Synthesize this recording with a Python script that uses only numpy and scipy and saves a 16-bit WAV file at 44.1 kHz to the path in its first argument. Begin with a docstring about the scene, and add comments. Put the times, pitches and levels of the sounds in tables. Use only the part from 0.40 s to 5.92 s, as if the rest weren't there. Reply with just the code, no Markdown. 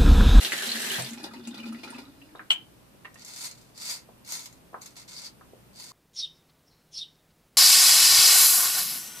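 """Over a faint house rumble, a tap splashes into a basin in a small bathroom while the drain throbs.
The valve shuts with a thud at about 0.6 s, and the last water drips and glugs away.
Near 2 s come two soft knocks, then a straight razor clinks on the rim as it is picked up.
From about 2.7 s it scrapes through stubble in short strokes, with more knocks in between: each cut
hair is a tiny snap that rings the thin blade. In the last strokes the blade also squeals briefly."""
import sys
import numpy as np
from scipy import signal
from scipy.fft import rfft, irfft, next_fast_len
from scipy.io import wavfile
from scipy.ndimage import uniform_filter1d

SR = 44100
rng = np.random.default_rng(int(sys.argv[2]) if len(sys.argv) > 2 else 0)


def wav_record(signal):
    """Record a signal, one row per channel, as 16-bit PCM in the file named by sys.argv[1]."""
    frames = np.transpose(np.atleast_2d(signal))
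    bounded = np.clip(frames, -1, 1)
    # unit amplitude maps onto the largest positive 16-bit level
    quanta = np.round(bounded * 32767).astype(np.int16)
    wavfile.write(sys.argv[1], SR, quanta)


N = 243431
TIME = np.arange(N) / SR
CUTOFF_HZ = 14700


def from_db(db):
    """Turn decibels (dB) into a number to multiply by."""
    return 10 ** (np.asarray(db) / 20)

def rms_one(x):
    """Scale a sound so that its average strength (rms) is 1."""
    return x / np.sqrt(np.mean(x ** 2) + 1e-20)

def drift(rate):
    """A smooth random wobble of strength 1 that changes about rate times a second."""
    r = np.exp(-80 * np.pi * rate / SR)
    slow = signal.lfilter([1], [1, -2 * r, r * r], rng.standard_normal(N // 40 + 2002))[2000:]
    return np.interp(np.arange(N) / 40, np.arange(len(slow)), rms_one(slow))

def cut(x, hz, kind, order=2):
    """Keep the "low" or the "high" side of hz."""
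    return signal.sosfilt(signal.butter(order, min(hz, SR / 2 - 1), kind, fs=SR, output="sos"), x + 1e-18)

def coloured(x, spectrum):
    """Shape the tone of a sound along a curve of (f/Hz, level/dB) points."""
    hz, db = np.transpose(spectrum)
    size = next_fast_len(N)
    bins = np.maximum(np.fft.rfftfreq(size, 1 / SR), 1)
    gain = from_db(np.interp(np.log(bins), np.log(hz), db))
    return irfft(rfft(x, size) * gain, size)[..., :N]

def resonate(x, resonances):
    """Bring out the pitches that an object favours, given as (f/Hz, width/Hz, level/dB) rows."""
    out = 0
    for hz, width, db in resonances:
        r = np.exp(-np.pi * width / SR)
        feedback = [1, -(1 + r * r) * np.cos(2 * np.pi * hz / SR), r * r]
        out = out + from_db(db) * (1 - r * r) / 2 * signal.lfilter([1, 0, -1], feedback, x + 1e-18)
    return out

def ring(x, hz, t60):
    """Each click starts a note; t60 is the seconds it takes to fade by 60 dB."""
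    r, w = from_db(-60 / (t60 * SR)), 2 * np.pi * hz / SR
    return signal.lfilter([0, np.sin(w)], [1, -2 * r * np.cos(w), r * r], x + 1e-18)

def clicks(rows):
    """One click for each (t/s, level/dB) row."""
    out = np.zeros(N)
    for s, db in rows:
        out[min(int(s * SR), N - 1)] += from_db(db)
    return out

def struck(rows, notes):
    """Each (t/s, level/dB) row rings all the notes of one object."""
    force = clicks(rows)
    return sum(from_db(db) * ring(force, hz, t60) for hz, db, t60 in notes)

def grains(per_s, spread_db):
    """Random clicks, mostly small, a few large."""
    sizes = from_db(spread_db * np.minimum(rng.exponential(1, N), 4)) * rng.choice([-1, 1], N)
    return sizes * (rng.random(N) < per_s / SR)

def held(start_s, rise_s, hold_s, fade_db_per_s):
    """A volume curve that rises to 1, holds, then fades."""
    age = TIME - start_s
    return np.clip(age / rise_s, 0, 1) * from_db(-fade_db_per_s * np.maximum(age - rise_s - hold_s, 0))

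def dying(impacts, t60):
    """A volume curve that jumps at each impact and dies away."""
    return signal.lfilter([1], [1, -from_db(-60 / (t60 * SR))], impacts + 1e-18)

def flurry(impacts, t60):
    """Spread each impact into a dying burst of tiny ones with the same energy."""
    return dying(impacts, t60) * rng.standard_normal(len(impacts)) * np.sqrt(2 * np.log(1000) / (t60 * SR))

def bathroom(x, wet_db, lag_s):
    """The sound arrives directly, lag_s later on the left; wall echoes follow at wet_db against it."""
    early_t60, late_t60 = 0.099, 0.24
    t = TIME[:SR // 2]
    early = rng.standard_normal((2, len(t))) * from_db(-60 * t / early_t60)
    late = cut(rng.standard_normal((2, len(t))), 2400, "low") * from_db(-60 * t / late_t60 - 5)
    walls = (early + late) * np.clip(t / 0.00081, 0, 1)
    walls = walls + cut(walls[::-1] - walls, 550, "low", order=1) / 2   # long waves reach both sides alike
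    response = from_db(wet_db) * walls / np.sqrt(np.sum(walls ** 2, axis=1, keepdims=True))
    response[0, round(max(lag_s, 0) * SR)] += 1
    response[1, round(max(-lag_s, 0) * SR)] += 1
    return signal.fftconvolve(x[None], response, axes=1)[:, :N] / np.hypot(1, from_db(wet_db))

def spread_out(source, wet_db, lag_s, count):
    """Play a source at several spots, each with its own direction and echoes."""
    lags = lag_s + .00004 * np.linspace(-1, 1, count)
    return sum(bathroom(source(), wet_db, lag) for lag in lags) / np.sqrt(count)


# the tone of the quiet house: f/Hz, level/dB (levels in all tables are relative)
HOUSE_TONE = [(15, -42), (25, -15), (134, -5), (240, -5.5), (432, -13.5), (549, -13.5), (755, -17),
              (959, -18.5), (1820, -24), (2190, -26), (2440, -24), (3730, -27.5), (7450, -31.5),
              (8070, -29), (14500, -30)]
# its stereo width, side against middle: f/Hz, level/dB
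HOUSE_WIDTH = [(60, -3.5), (250, -3.5), (700, 0), (2000, 0), (10000, 0)]
# the hum of mains electricity: f/Hz, level/dB
MAINS_HUM = [(60, -70.5), (119.5, -66.5)]
def background():
    """The house rumbles, hisses and hums faintly all the way through."""
    middle, side = rms_one(coloured(rng.standard_normal((2, N)), HOUSE_TONE))
    air = from_db(-58) * (middle + coloured(side, HOUSE_WIDTH) * [[1], [-1]])
    return air + sum(from_db(db) * np.sqrt(2) * np.sin(2 * np.pi * hz * TIME) for hz, db in MAINS_HUM)

# the tone of water hitting the basin: f/Hz, level/dB
SPRAY_TONE = [(88, -49), (150, -9), (228, -12), (271, -19), (383, -3.5), (464, -11), (572, -8.5),
              (618, -11.5), (1410, -13), (1670, -10.5), (2140, -8), (4100, -3.5), (5570, -8.5),
              (9520, -8.5), (14500, -15.5)]
def tap():
    """The jet breaks into splashes and beats bubbles into the water, then dies as the valve closes."""
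    shut_s, fade_db_per_s = 0.59, 126
    flow = from_db(-36 - fade_db_per_s * np.maximum(TIME - shut_s, 0))
    flicker = from_db(.7 * drift(61))

    def patch():
        spray = flicker * rms_one(coloured(grains(520, spread_db=4.2), SPRAY_TONE))
        # the hollow that the jet digs plops again and again
        plops = rms_one(resonate(grains(260, spread_db=6), [(1720, 160, 0)]))
        bubbles = bubbling(.8, 2400, 4800, spread_db=14, count=45)
        return flow * (from_db(3) * spray + from_db(-6.5) * plops + from_db(-6) * bubbles)
    return spread_out(patch, wet_db=7, lag_s=.00005, count=3)

def bubbling(until_s, low_hz, high_hz, spread_db, count):
    """Random bubbles each ring for some thirty cycles, rising in pitch as they near the surface."""
    out = np.zeros(N)
    for when, size, pitch in rng.random((count, 3)):
        hz = low_hz * (high_hz / low_hz) ** pitch
        turns = hz * TIME[:int(32 * SR / hz)]
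        life, at = turns / turns[-1], int(when * until_s * SR)
        note = np.sin(2 * np.pi * turns * (1 + .04 * life))
        out[at:at + len(turns)] += from_db(spread_db * size ** 2 - 60 * life) * note
    return rms_one(out) * np.sqrt(until_s * SR / N)

OVERTONE_RATIO, OVERTONE_DB = 1.33, -16.5   # the waste pipe's fainter, higher note
# air gulped through the drain: t/s, length/s, level/dB, f/Hz
GULPS = [(0.328, 0.078, -34.5, 227), (0.702, 0.053, -32.5, 226), (0.758, 0.035, -43, 238),
         (0.818, 0.049, -43, 313), (0.952, 0.037, -37.5, 244), (0.98, 0.046, -44, 369),
         (1.065, 0.05, -31.5, 233), (1.104, 0.033, -34.5, 245), (1.137, 0.032, -35, 239),
         (1.178, 0.058, -36.5, 234), (1.231, 0.071, -33, 236.4), (1.268, 0.08, -31, 232.8),
         (1.308, 0.079, -33, 237), (1.488, 0.045, -41, 253), (1.54, 0.033, -40, 255),
         (1.574, 0.038, -36.5, 256.4)]
def drain():
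    """Air in the waste pipe throbs and gulps as water runs through; it climbs once the basin is dry."""
    dry_from_s, climb_hz_per_s = 1.34, 105
    hz = 234 + climb_hz_per_s * np.maximum(TIME - dry_from_s, 0)
    phase = 2 * np.pi * np.cumsum(hz) / SR
    draining = from_db(-49) * held(0, rise_s=0.26, hold_s=1.2, fade_db_per_s=24)

    def throb(phase, rate):
        return drift(rate) * np.cos(phase) + drift(rate) * np.sin(phase)
    air = draining * throb(phase, rate=19.5)
    gulps = from_db(-0.5) * sum(gulp(*row) for row in GULPS)
    overtone = from_db(OVERTONE_DB) * draining * throb(OVERTONE_RATIO * phase, rate=50)
    return bathroom(cut(air + gulps + overtone, 188, "high", order=4), wet_db=-14, lag_s=.0001)

# the hollows of the basin and its waste pipe: f/Hz, width/Hz, level/dB
BASIN_HOLLOWS = [(425, 330, 15), (820, 70, 13), (1379, 45, 16.5), (1930, 120, 6.5), (2476, 35, 20.5),
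                 (2853, 43, 16), (3560, 160, 11.5), (4000, 340, 11), (4680, 280, 7.5), (8900, 2000, -14)]
# single drops: t/s, splat level/dB, bubble level/dB, bubble f/Hz, bubble t60/s
WATER_DROPS = [(0.011, -25, -28, 4100, 0.0043), (.049, -28, -11.5, 3700, 0.0025),
               (.062, -42, -28, 3320, 0.0076), (0.121, -19, -10.5, 1900, 0.0066),
               (0.2233, -31, -21, 1640, 0.01), (.275, -24, -38, 4040, 0.0065),
               (0.292, -40, -20.5, 4090, 0.011), (0.318, -34, -18.5, 4210, .01),
               (.419, -31, -23, 8260, 0.0029), (0.505, -25, -24.5, 2930, 0.011),
               (.518, -35, -27, 2450, 0.0055), (0.543, -43, -27.5, 3300, 0.021),
               (0.622, -37, -23, 8260, 0.0033), (0.646, -32, -29.5, 4570, 0.0061),
               (.663, -34, -31.5, 3560, 0.01), (.708, -35, -33, 6800, 0.0033),
               (0.734, -30, -27, 7800, 0.0014), (0.775, -31, -46, 2395, 0.043),
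               (.783, -37.5, -44, 5470, 0.01), (0.832, -29, -41, 9840, .008),
               (0.84, -27.5, -33.5, 4700, 0.011), (.848, -50, -38, 3800, 0.01),
               (0.934, -36.5, -35.5, 925, 0.09), (.936, -43, -47, 4300, .015),
               (0.965, -41, -46, 2670, 0.012), (1.052, -38, -42, 3720, 0.019),
               (1.074, -26.5, -28.5, 7700, 0.0019), (1.111, -55, -44, 3640, 0.028),
               (1.143, -29, -43.5, 3470, .018), (1.174, -31, -41, 3900, 0.015),
               (1.189, -49, -41, 2400, 0.039), (1.2, -48, -42, 2850, 0.021),
               (1.232, -29, -39.5, 2426, 0.047), (1.258, -32.5, -47, 3840, 0.0099),
               (1.277, -31, -51, 4400, 0.016), (1.326, -30.5, -45, 9400, 0.005),
               (1.347, -40, -40, 1920, 0.022), (1.433, -23.5, -42, 2360, 0.057),
               (1.476, -32, -34, 1340, 0.027), (1.504, -35, -37.5, 8870, 0.0096),
               (1.526, -44, -30.5, 944, 0.046), (1.546, -33, -39.5, 2530, 0.021),
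               (1.582, -34, -39.5, 2300, 0.014), (1.586, -51, -34.5, 933, 0.041),
               (1.654, -50, -51, 3830, 0.022), (1.817, -70, -46, 2700, 0.018),
               (1.957, -49, -50.5, 3730, 0.04)]
def drips():
    """Drops throw up droplets that plink as they land; a thin, uneven trickle outlasts the jet."""
    impacts = clicks([(s, splat_db) for s, splat_db, *bubble in WATER_DROPS])
    spatter = from_db(-16.5) * dying(impacts, t60=0.11)
    spurts = from_db(-54.5 + 2 * drift(30))
    trickle = spurts * held(0.75, rise_s=0.032, hold_s=0.66, fade_db_per_s=19)

    def patch():
        patter = rms_one(resonate(grains(160, spread_db=3), BASIN_HOLLOWS))
        fizz = bubbling(2, 1100, 5200, spread_db=10, count=55)
        plinks = bubbling(2, 1200, 9000, spread_db=8, count=240)
        droplets = spatter * (from_db(0.5) * patter + from_db(-8) * plinks)
        return droplets + trickle * (from_db(-3) * patter + from_db(-4.5) * fizz)
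    trickling = spread_out(patch, wet_db=6, lag_s=.00005, count=2)
    return trickling + bathroom(sum(drop(*row) for row in WATER_DROPS), wet_db=2, lag_s=.00005)

def drop(s, splat_db, bubble_db, hz, t60):
    """A drop splats and leaves one larger bubble, whose pitch rises as it nears the surface."""
    hit, at = signal.unit_impulse(SR // 8), int(s * SR)
    t = TIME[:len(hit)]
    life, rise = np.minimum(t / t60, 2), 0.14
    splat = resonate(flurry(hit, t60=0.011), BASIN_HOLLOWS)
    splat += from_db(1) * np.sqrt(hz / 4000) * tiny_bubbles(hz, count=14)
    bubble = from_db(bubble_db - 60 * life) * np.sin(2 * np.pi * hz * t * (1 + rise * life / 2))
    out = np.zeros(N)
    out[at:at + len(hit)] = from_db(splat_db) * splat + from_db(8) * cut(bubble, 2200, "high")
    return out

def tiny_bubbles(hz, count):
    """A splat traps tiny bubbles around one pitch, one soon after another."""
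    spread_octaves, scatter_s, ring_cycles = .36, .004, 30
    t, out = TIME[:SR // 8], 0
    for order, (detune, wait) in enumerate(rng.standard_normal((count, 2))):
        pitch = min(hz * 2 ** (spread_octaves * detune), CUTOFF_HZ)
        turns = pitch * np.maximum(t - scatter_s * abs(wait) * min(order, 1), 0)
        out = out + from_db(-60 * np.minimum(turns / ring_cycles, 2)) * np.sin(2 * np.pi * turns)
    return out / np.sqrt(np.sum(out ** 2))

def gulp(s, length_s, db, hz):
    """A pocket of air swells quickly and fades in the waste pipe, wavering and rising a little."""
    life, rise = np.clip((TIME - s) / length_s, 0, 1), 0.031
    turns = hz * length_s * life * (1 + rise * (life - 1) / 2)
    phase = 2 * np.pi * (turns + rng.random()) + 0.21 * drift(13)
    swell = from_db(db) * np.sin(np.pi * life ** .8) ** 2
    return swell * (np.sin(phase) + from_db(OVERTONE_DB) * np.sin(OVERTONE_RATIO * phase))

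# the valve shutting: t/s, level/dB
VALVE_BLOW = [(0.584, -19.5)]
# the notes of the water pipe: f/Hz, level/dB, t60/s
PIPE_NOTES = [(130.6, -7.5, 0.21), (164, -14, 0.13), (515, -17, 0.071), (662, -0.5, 0.015), (898, -19, .05)]
def valve_thud():
    """The valve shuts and jolts the pipe into a low thud."""
    thud = cut(struck(VALVE_BLOW, PIPE_NOTES), 92, "high", order=4)
    return bathroom(thud, wet_db=7.5, lag_s=.00005)

# soft knocks and pops: t/s, level/dB, f/Hz, t60/s
SOFT_KNOCKS = [(1.951, -12.5, 840, 0.0005), (1.994, -27, 1580, 0.004), (2.548, -49.5, 563, 0.0093),
               (3.689, -38, 700, 0.0063), (4.331, -31.5, 786, 0.0026), (4.343, -21, 1050, 0.0034),
               (5.011, -38, 1220, 0.0042), (5.133, -38, 524, 0.0086), (5.513, -44.5, 1060, 0.019)]
def knocks():
    """Each soft touch rings one note that dies almost at once, with little sound far above or below."""
    pops = 0
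    for s, db, hz, t60 in SOFT_KNOCKS:
        pop = ring(clicks([(s, db)]), hz, t60)
        pops = pops + cut(cut(pop, 1.7 * hz, "low", order=4), .45 * hz, "high")
    return from_db(7) * pops

# a light touch and one main clink on the rim, then two quick echoes: t/s, level/dB
CLINK_AND_ECHOES = [(2.1018, -26), (2.1044, -24.5), (2.1057, -13), (2.1112, -31), (2.1161, -23)]
# the notes of steel on the rim: f/Hz, level/dB, t60/s
RIM_NOTES = [(1090, -20.5, 0.032), (1404, -22, 0.025), (2950, -14, 0.036), (3065, 3, 0.032),
             (3136, -5, 0.036), (3360, -18, 0.021), (4100, -16, 0.029), (7950, -14.5, 0.016)]
def razor_clink():
    """The lifted razor touches the rim, clinks once and skids on the glaze; two quick echoes follow."""
    clink = cut(struck(CLINK_AND_ECHOES, RIM_NOTES), 1070, "high", order=1)
    skid = resonate(flurry(clicks(CLINK_AND_ECHOES), t60=0.068), [(7000, 2000, 7.5), (13000, 3960, -8)])
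    return bathroom(from_db(1.5) * (clink + skid), wet_db=2, lag_s=0.00023)

# light blows on the handle: t/s, level/dB
HANDLE_BLOWS = [(2.648, -43.5), (2.653, -39), (2.757, -49)]
# the notes of the handle: f/Hz, level/dB, t60/s
HANDLE_NOTES = [(585, -11, 0.013), (1150, -2, 0.015), (1376, 5.5, 0.0052), (1880, 6.5, 0.038),
                (2180, 0, 0.011), (2675, -4, 0.048)]
def handle_clacks():
    """Light clacks, as of the razor's handle shifting in the hand."""
    return cut(struck(HANDLE_BLOWS, HANDLE_NOTES), 520, "high")

# stiff hairs that snap one at a time: t/s, level/dB
STIFF_HAIRS = [(2.7432, -24), (2.7945, -27), (2.8479, -15), (3.031, -24), (3.0535, -10.5), (3.1123, -16.5),
               (3.559, -22.5), (3.8477, -23.5), (3.8761, -16.5), (4.0577, -12), (4.1264, -24.5),
               (4.4174, -15.5), (4.569, -20.5), (4.4588, -15), (4.491, -33), (4.614, -35), (4.6875, -32),
               (4.7676, -23), (4.8584, -22)]
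# the tone of the blade against the skin: f/Hz, width/Hz, level/dB
BLADE_TONE = [(520, 3100, -9.5), (1000, 59, 1), (1384, 95, -0.5), (2216, 184, 4.5), (2650, 290, -2.5),
              (4250, 320, 2.5), (4790, 1340, 6.5), (6710, 2400, 4.5), (8050, 2700, -19),
              (11600, 17000, -18)]
def hair_snaps():
    """A stiff hair parts in a brief flurry of tiny impacts that ring the blade."""
    snaps = from_db(-3.5) * resonate(flurry(clicks(STIFF_HAIRS), t60=0.011), BLADE_TONE)
    return bathroom(snaps, wet_db=4, lag_s=.00015)

# razor strokes: t/s, swell/s, fade/s, landing level/dB, firmest level/dB, treble level/dB,
# ring of the edge f/Hz, ring level/dB against the scrape
RAZOR_STROKES = [(2.769, 0.048, 0.046, -52, -47, -18, 4340, -16),
                 (2.855, 0.036, 0.47, -46, -44.5, -2.5, 4280, -22),
                 (2.913, 0.14, 0.057, -56, -40, 1.5, 8600, -7),
                 (3.343, 0.17, 0.096, -57, -33.3, -0.5, 4830, -5),
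                 (3.842, 0.085, 0.19, -60.5, -34.5, 0.5, 6560, -8),
                 (4.41, 0.0052, 0.14, -43, -45, 1, 7500, -12),
                 (4.556, 0.027, 0.09, -50.5, -42.5, -8, 4200, -19),
                 (4.677, 0.185, 0.053, -45.5, -46, -7, 5900, -16),
                 (5.329, 0.06, 0.41, -68, -45, 0.5, 4570, -5.5)]
def shaving():
    """The edge cuts hairs in clumps; a firmer stroke cuts more each second and sounds brighter."""
    presses = [(pressure(*shape), treble_db, hz, db) for *shape, treble_db, hz, db in RAZOR_STROKES]
    force = sum(press for press, *colour in presses)
    bite = sum(press * from_db(treble_db) for press, treble_db, *note in presses)
    effort = np.clip(force / from_db(-32), .01, 1)
    hairs_per_s = 1200 * effort ** 0.5
    clumps = catching()

    def edge():
        hairs = rms_one(grains(hairs_per_s, spread_db=4) / np.sqrt(hairs_per_s))
        contact = (hairs + from_db(-13) * rng.standard_normal(N)) * clumps
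        scrape = rms_one(resonate(contact, BLADE_TONE))
        treble = cut(scrape, 8100, "high", order=1)
        cutting = force * (scrape - treble) + bite * (1 + 0.3 * effort) * treble
        rubbing = clumps * rng.standard_normal(N)
        # the angle and grip of each stroke give the edge its own pitch
        rasp = sum(press * from_db(db) * rms_one(resonate(rubbing, [(hz, 280, 0)]))
                   for press, _, hz, db in presses)
        return from_db(0.5) * cutting + rasp + squeals(contact)
    return spread_out(edge, wet_db=6, lag_s=0.00017, count=3)

def pressure(start_s, swell_s, fade_s, landing_db, firmest_db):
    """The blade lands on the skin, settles to its firmest push and eases off."""
    age = TIME - start_s
    to_go = np.clip(1 - age / swell_s, 0, 1)
    past = np.clip((age - swell_s) / fade_s, 0, None)
    db = firmest_db + (landing_db - firmest_db) * to_go ** 1.7 - 28.5 * past ** 1.3
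    landing = np.clip(age / 0.0016, 0, 1)
    return landing * from_db(np.maximum(db, -200))

def catching():
    """The edge catches on uneven rows of hairs, then slips back to a smooth glide."""
    rows_per_s, glide = 125, .25
    passed = np.floor(np.cumsum(rows_per_s * from_db(3 * drift(150))) / SR)
    catches = np.diff(passed, prepend=0) * from_db(rng.uniform(-3, 3, N))
    return rms_one(glide + dying(catches, t60=.014))

# the loudest moment of each squeal: t/s, level/dB
SQUEAL_PEAKS = [(4.769, -36), (4.861, -37), (5.385, -50)]
# the note the blade sings: f/Hz, width/Hz, level/dB
SQUEAL_TONE = [(4730, 390, -8), (4670, 490, -11)]
def squeals(contact):
    """On slow strokes under the jaw the blade sings a note that builds quickly and dies away."""
    rise_db_per_s, fall_db_per_s = 595, 650
    swell = sum(from_db(db - np.maximum(rise_db_per_s * (s - TIME), fall_db_per_s * (TIME - s)))
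                for s, db in SQUEAL_PEAKS)
    return from_db(-3.5) * swell * rms_one(resonate(contact, SQUEAL_TONE))


def scene():
    """Water first, then the razor, all over the quiet sound of the house."""
    thud, clink = valve_thud(), razor_clink()
    water = tap() + drain() + drips()
    handling = bathroom(knocks() + handle_clacks(), wet_db=4, lag_s=-.00009)
    return water + thud + clink + handling + shaving() + hair_snaps() + background()

def record(dry):
    """The recorder turns down its deep bass while the treble is loud, and cuts off the very top."""
    treble = cut(dry.mean(0), 930, "high")
    loudness = np.sqrt(np.abs(uniform_filter1d(treble ** 2, size=SR // 12)))
    dip = 1 / (1 + (from_db(-50) / (loudness + 1e-9)) ** 2)
    bass = coloured(dry, [(70, -2), (130, -7), (200, -52)])
    return signal.sosfilt(signal.ellip(12, .1, 90, CUTOFF_HZ, fs=SR, output="sos"), dry - dip * bass)


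dry = scene()
out = record(dry)
wav_record(out)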